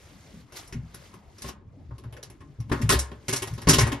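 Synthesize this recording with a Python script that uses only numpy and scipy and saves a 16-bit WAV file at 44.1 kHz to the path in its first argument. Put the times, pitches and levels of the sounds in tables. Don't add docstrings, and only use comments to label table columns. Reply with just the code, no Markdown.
import sys
import numpy as np
from scipy import signal
from scipy.fft import rfft, irfft
from scipy.io import wavfile
from scipy.ndimage import uniform_filter1d

SR = 44100
rng = np.random.default_rng(int(sys.argv[2]) if len(sys.argv) > 2 else 0)


def digitize_waveform(pressure):
    field = np.atleast_2d(pressure).T
    bounded = np.clip(field, -1, 1)
    quanta = np.round(bounded * 32767).astype(np.int16)
    wavfile.write(sys.argv[1], SR, quanta)


def amplitude_ratio(level_db):
    exponent = np.asarray(level_db, float) / 20
    return 10 ** exponent


N = 176400

# start_s, level_db, dullness_db (lows re mids)
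CONTACT_EVENTS = [(0.5216, -41, -5), (0.675, -54.5, -20), (0.724, -33, -4.5), (0.9435, -36, -12),
                  (1.1384, -41.5, -6.5), (1.382, -44.5, -9), (1.4192, -34.5, -16.5), (1.4413, -34, -1),
                  (1.4853, -32.5, -7), (1.908, -54, 9.5), (1.981, -44.5, -6), (2.0369, -43.5, 1.5),
                  (2.1248, -39, -4), (2.166, -42, -6), (2.2278, -36, -10), (2.2994, -41.5, -5),
                  (2.4054, -45, 1), (2.6016, -42, -5.5), (2.695, -38.5, 2.5), (2.7155, -18, -0.5),
                  (2.815, -28, -10.5), (2.8918, -6.5, -11.5), (2.9205, -11, -9.5), (2.9892, -28, -20.5),
                  (3.1153, -38.5, 1.5), (3.2824, -17, -11.5), (3.3264, -15, -11), (3.3596, -25, -16),
                  (3.42, -22, -9.5), (3.472, -29.5, -9.5), (3.536, -46, -12.5), (3.5772, -34, -4),
                  (3.616, -32, -6), (3.671, -12.5, -2), (3.686, -3.5, -12), (3.731, -8, -12),
                  (3.7834, -9, -10.5), (3.805, -15, -7.5), (3.866, -21.5, -3), (3.9167, -20, -4.5)]
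# band_hz, level_db (per Hz)
CHATTER_TONE = [(300, -2.5), (900, -1), (6000, -5), (11500, -7), (15000, -31)]
CHATTER_T60_S, CHATTER_ROUGH_DB, CHATTER_DB = 0.093, 2.5, -9
CHATTER_RISE_S = .0008
CHATTER_LOUD_S_PER_DB = .0003
USUAL_DULL_DB, DULL_TREBLE_LOSS = -8.5, 1
COLOUR_SPREAD_DB = 2.5
SHEET_PEAKS_DB, SHEET_PEAK_HZ = 3.5, 30
# band_hz, t60_s
WASH_DECAY = [(300, 0.61), (3000, 0.29), (14000, 0.13)]
WASH_DB = -3
# pitch_hz, level_db (of the noise that drives them), t60_s
KEY_MODES = [(378.4, -41, 0.066), (800, -47.5, 0.046), (1078, -47.5, 0.076), (5610, -26, 0.0044),
             (10990, -25.5, 0.0055)]
KEYS_SPREAD_DB = 3
JINGLE_PER_DB = .25

# start_s, level_db, favoured_hz
DOOR_PUSHES = [(0.744, -25, 146), (0.824, -36.5, 152), (1.889, -33.5, 109), (2.048, -32.5, 112),
               (2.586, -29, 113), (2.716, -21.5, 335), (2.801, -22.5, 268), (2.832, -17.5, 112),
               (2.942, -19.5, 74), (3.509, -29, 110), (3.671, -12, 168), (3.757, -19.5, 308),
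               (3.818, -18, 117), (3.918, -20.5, 350)]
# pitch_hz, level_db
DOOR_MODES = [(67, -4), (112, -3.5), (127, -5.5), (160, -5), (235, -4.5), (280, -8), (372, -11.5)]
DOOR_T60_CYCLES, DOOR_T60_S = 15, .12
PUSH_S = 0.00392
PUSH_OCTAVE_LOSS_DB, DOOR_SPREAD_DB = 13, 3
CONTACT_SHAKE_DB = -1

# time_s, level_db
RUSTLE_LEVEL = [(0, -50.5), (.41, -51), (.45, -59), (.52, -54), (0.572, -36), (.66, -49), (.8, -59),
                (1.05, -47.5), (1.22, -59), (1.36, -55), (1.491, -37.5), (1.58, -72), (1.802, -62),
                (2.671, -60.5), (2.75, -46), (3.2, -57.5), (3.36, -43.5), (4, -59)]
# band_hz, level_db (per Hz)
RUSTLE_SPECTRUM = [(300, 4.5), (2000, 1), (7000, -2.5), (11500, -9)]
RUSTLE_BRIGHTENS = 0.21
RUB_HZ, RUB_T60_S, RUB_DB = 2080, 0.014, -29

# band_hz, level_db (per Hz)
RUMBLE_TONE = [(30, -4), (120, -1), (543, -19.5), (1070, -23.5), (1800, -61)]
RUMBLE_DB, RUMBLE_PATCHY_DB = -50, 6.5

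# band_hz, left_lead_rad
PORT_LEAD = [(3000, 0), (5000, .3), (7600, 2.5), (10200, 3.3), (10800, 5.6), (14000, 7.2)]
# band_hz, likeness (0 to 1)
PORT_LIKENESS = [(300, 0.92), (800, 0.44), (8000, 0.65)]
# band_hz, left_minus_right_db
PORT_LEAN = [(100, 1.3), (600, 3.1), (5000, -.3)]
# band_hz, level_db
MIC_COLOUR = [(25, -9), (50, 0.5), (10300, -4.5), (11700, -8.5), (12900, -11.5), (16000, -35)]


def contact_colour_db(hz):
    dull_db = np.transpose(CONTACT_EVENTS)[2]
    low_gain = np.clip(np.log2(2000 / hz), 0, 1)
    high_loss = DULL_TREBLE_LOSS * np.clip(np.log2(hz / 3000), 0, 1)
    return (low_gain - high_loss) * (dull_db - USUAL_DULL_DB)


def touch_power(level_db):
    s, db, _ = np.transpose(CONTACT_EVENTS)
    step = CHATTER_LOUD_S_PER_DB * np.clip(db + 40, 0, 40) / 2
    times = np.concatenate([s, s + step, s + 2 * step])
    touches = train(times, np.tile(amplitude_ratio(2 * (db + level_db)), 3))
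    return die(touches, 10 * CHATTER_RISE_S) / (CHATTER_RISE_S * SR)


def contacts():
    together, out = drift(230), 0
    for hz, noise in bands(319.8, count=12, peaks_db=SHEET_PEAKS_DB):
        chance_db = COLOUR_SPREAD_DB * rng.standard_normal(len(CONTACT_EVENTS))
        level_db = CHATTER_DB + at_hz(CHATTER_TONE, hz) + contact_colour_db(hz) + chance_db
        power = touch_power(level_db)
        rough = amplitude_ratio(CHATTER_ROUGH_DB * (together + drift(200)))
        rattle = rough * np.sqrt(die(power, CHATTER_T60_S / 2))
        wash = amplitude_ratio(WASH_DB) * np.sqrt(die(power, at_hz(WASH_DECAY, hz) / 2))
        out = out + noise * (rattle + wash)
    return out


def keys():
    db = np.transpose(CONTACT_EVENTS)[1]
    jingle_db, out = JINGLE_PER_DB * (db.mean() - db), 0
    for hz, level_db, t60 in KEY_MODES:
        chance_db = KEYS_SPREAD_DB * rng.standard_normal(len(db))
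        drive_db = level_db + contact_colour_db(hz) + jingle_db * (hz > 3000) + chance_db
        rattle = np.sqrt(die(touch_power(drive_db), CHATTER_T60_S / 2))
        out = out + ring(rattle * rng.standard_normal((2, N)), hz, t60)
    return out


def door():
    s, db, favoured_hz = np.transpose(DOOR_PUSHES)
    tap_s, tap_db, dull_db = np.transpose(CONTACT_EVENTS)
    out = 0
    for hz, level_db in DOOR_MODES:
        off_pitch_db = PUSH_OCTAVE_LOSS_DB * abs(np.log2(hz / favoured_hz))
        chance_db = DOOR_SPREAD_DB * rng.standard_normal(len(s))
        size = amplitude_ratio(db + level_db - off_pitch_db + chance_db)
        first = s + PUSH_S * abs(rng.standard_normal(len(s)))
        pushed = train(np.r_[first, first + 1 / hz], np.tile(size, 2))
        tap_size = amplitude_ratio(tap_db + dull_db + level_db + CONTACT_SHAKE_DB)
        tapped = train(tap_s, tap_size * rng.standard_normal(len(tap_s)))
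        out = out + ring(pushed + tapped, hz, DOOR_T60_S + DOOR_T60_CYCLES / hz)
    soft = signal.sosfilt(signal.butter(2, 700, fs=SR, output="sos"), out)
    return np.array([soft, 0 * soft])


def rustle():
    s, db = np.transpose(RUSTLE_LEVEL)
    db = np.interp(np.arange(N) / SR, s, db)
    hiss = 0
    for hz, noise in bands(317, count=12):
        bright_db = RUSTLE_BRIGHTENS * (db - db.mean()) * np.log2(max(hz / 2000, 1))
        grain_db = 2.0 * drift(65)
        hiss = hiss + amplitude_ratio(db + at_hz(RUSTLE_SPECTRUM, hz) + bright_db + grain_db) * noise
    rub = amplitude_ratio(db + RUB_DB) * rng.standard_normal((2, N))
    return hiss + ring(rub, RUB_HZ, RUB_T60_S)


def rumble():
    out = 0
    for hz, noise in bands(28.0, count=13):
        out = out + amplitude_ratio(at_hz(RUMBLE_TONE, hz) + RUMBLE_PATCHY_DB * drift(5.2)) * noise
    return amplitude_ratio(RUMBLE_DB) * rms_one(out)


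def rms_one(x):
    return x / np.sqrt(np.mean(x ** 2) + 1e-20)


def at_hz(points, hz):
    table_hz, value = np.transpose(points)
    return np.interp(np.log(hz), np.log(table_hz), value)


def drift(rate):
    r = np.exp(-2 * np.pi * rate / SR)
    settled = signal.lfilter([1], [1, -2 * r, r * r], rng.standard_normal(N + SR))[SR:]
    return rms_one(settled)


def train(s, sizes):
    out = np.full(N, 1e-18)
    np.add.at(out, (np.asarray(s) * SR).astype(int), sizes)
    return out


def die(clicks, t60):
    return signal.lfilter([1], [1, -amplitude_ratio(-60 / (abs(t60) * SR))], clicks)


def ring(clicks, hz, t60):
    r, w = amplitude_ratio(-60 / (abs(t60) * SR)), 2 * np.pi * hz / SR
    return signal.lfilter([0, np.sin(w)], [1, -2 * r * np.cos(w), r * r], clicks)


def bands(low_hz, count, peaks_db=0):
    white = rfft(rng.standard_normal((2, 2, N)))
    peak_bins = max(int(SHEET_PEAK_HZ * N / SR), 1)
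    peaks = rms_one(uniform_filter1d(rng.standard_normal(N // 2 + 1), peak_bins))
    white = rms_one(irfft(white * amplitude_ratio(peaks_db * peaks), N))
    for k in range(count):
        low = low_hz * 2 ** (k / 2)
        high = min(low * 2 ** .5, .45 * SR)
        band = signal.butter(2, [low, high], "band", fs=SR, output="sos")
        yield np.sqrt(low * high), signal.sosfilt(band, white[k % 2])


def scene():
    return contacts() + keys() + door() + rustle() + rumble()


def roll_off(x):
    return signal.sosfilt(signal.butter(12, 16620, fs=SR, output="sos"), x)


def record(dry):
    hz = np.maximum(np.arange(N // 2 + 1) * SR / N, 1)
    common, twin = rfft(dry, axis=1) * amplitude_ratio(at_hz(MIC_COLOUR, hz))
    alike = np.clip(at_hz(PORT_LIKENESS, hz), 0, 1)
    mid = np.sqrt((1 + alike) / 2) * common
    side = np.sqrt((1 - alike) / 2) * twin
    turn = amplitude_ratio(at_hz(PORT_LEAN, hz) / 2) * np.exp(.5j * at_hz(PORT_LEAD, hz))
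    ports = irfft(np.array([(mid + side) * turn, (mid - side) / turn]), N, axis=1)
    return roll_off(np.tanh(ports))


dry = scene()
out = record(dry)
digitize_waveform(out)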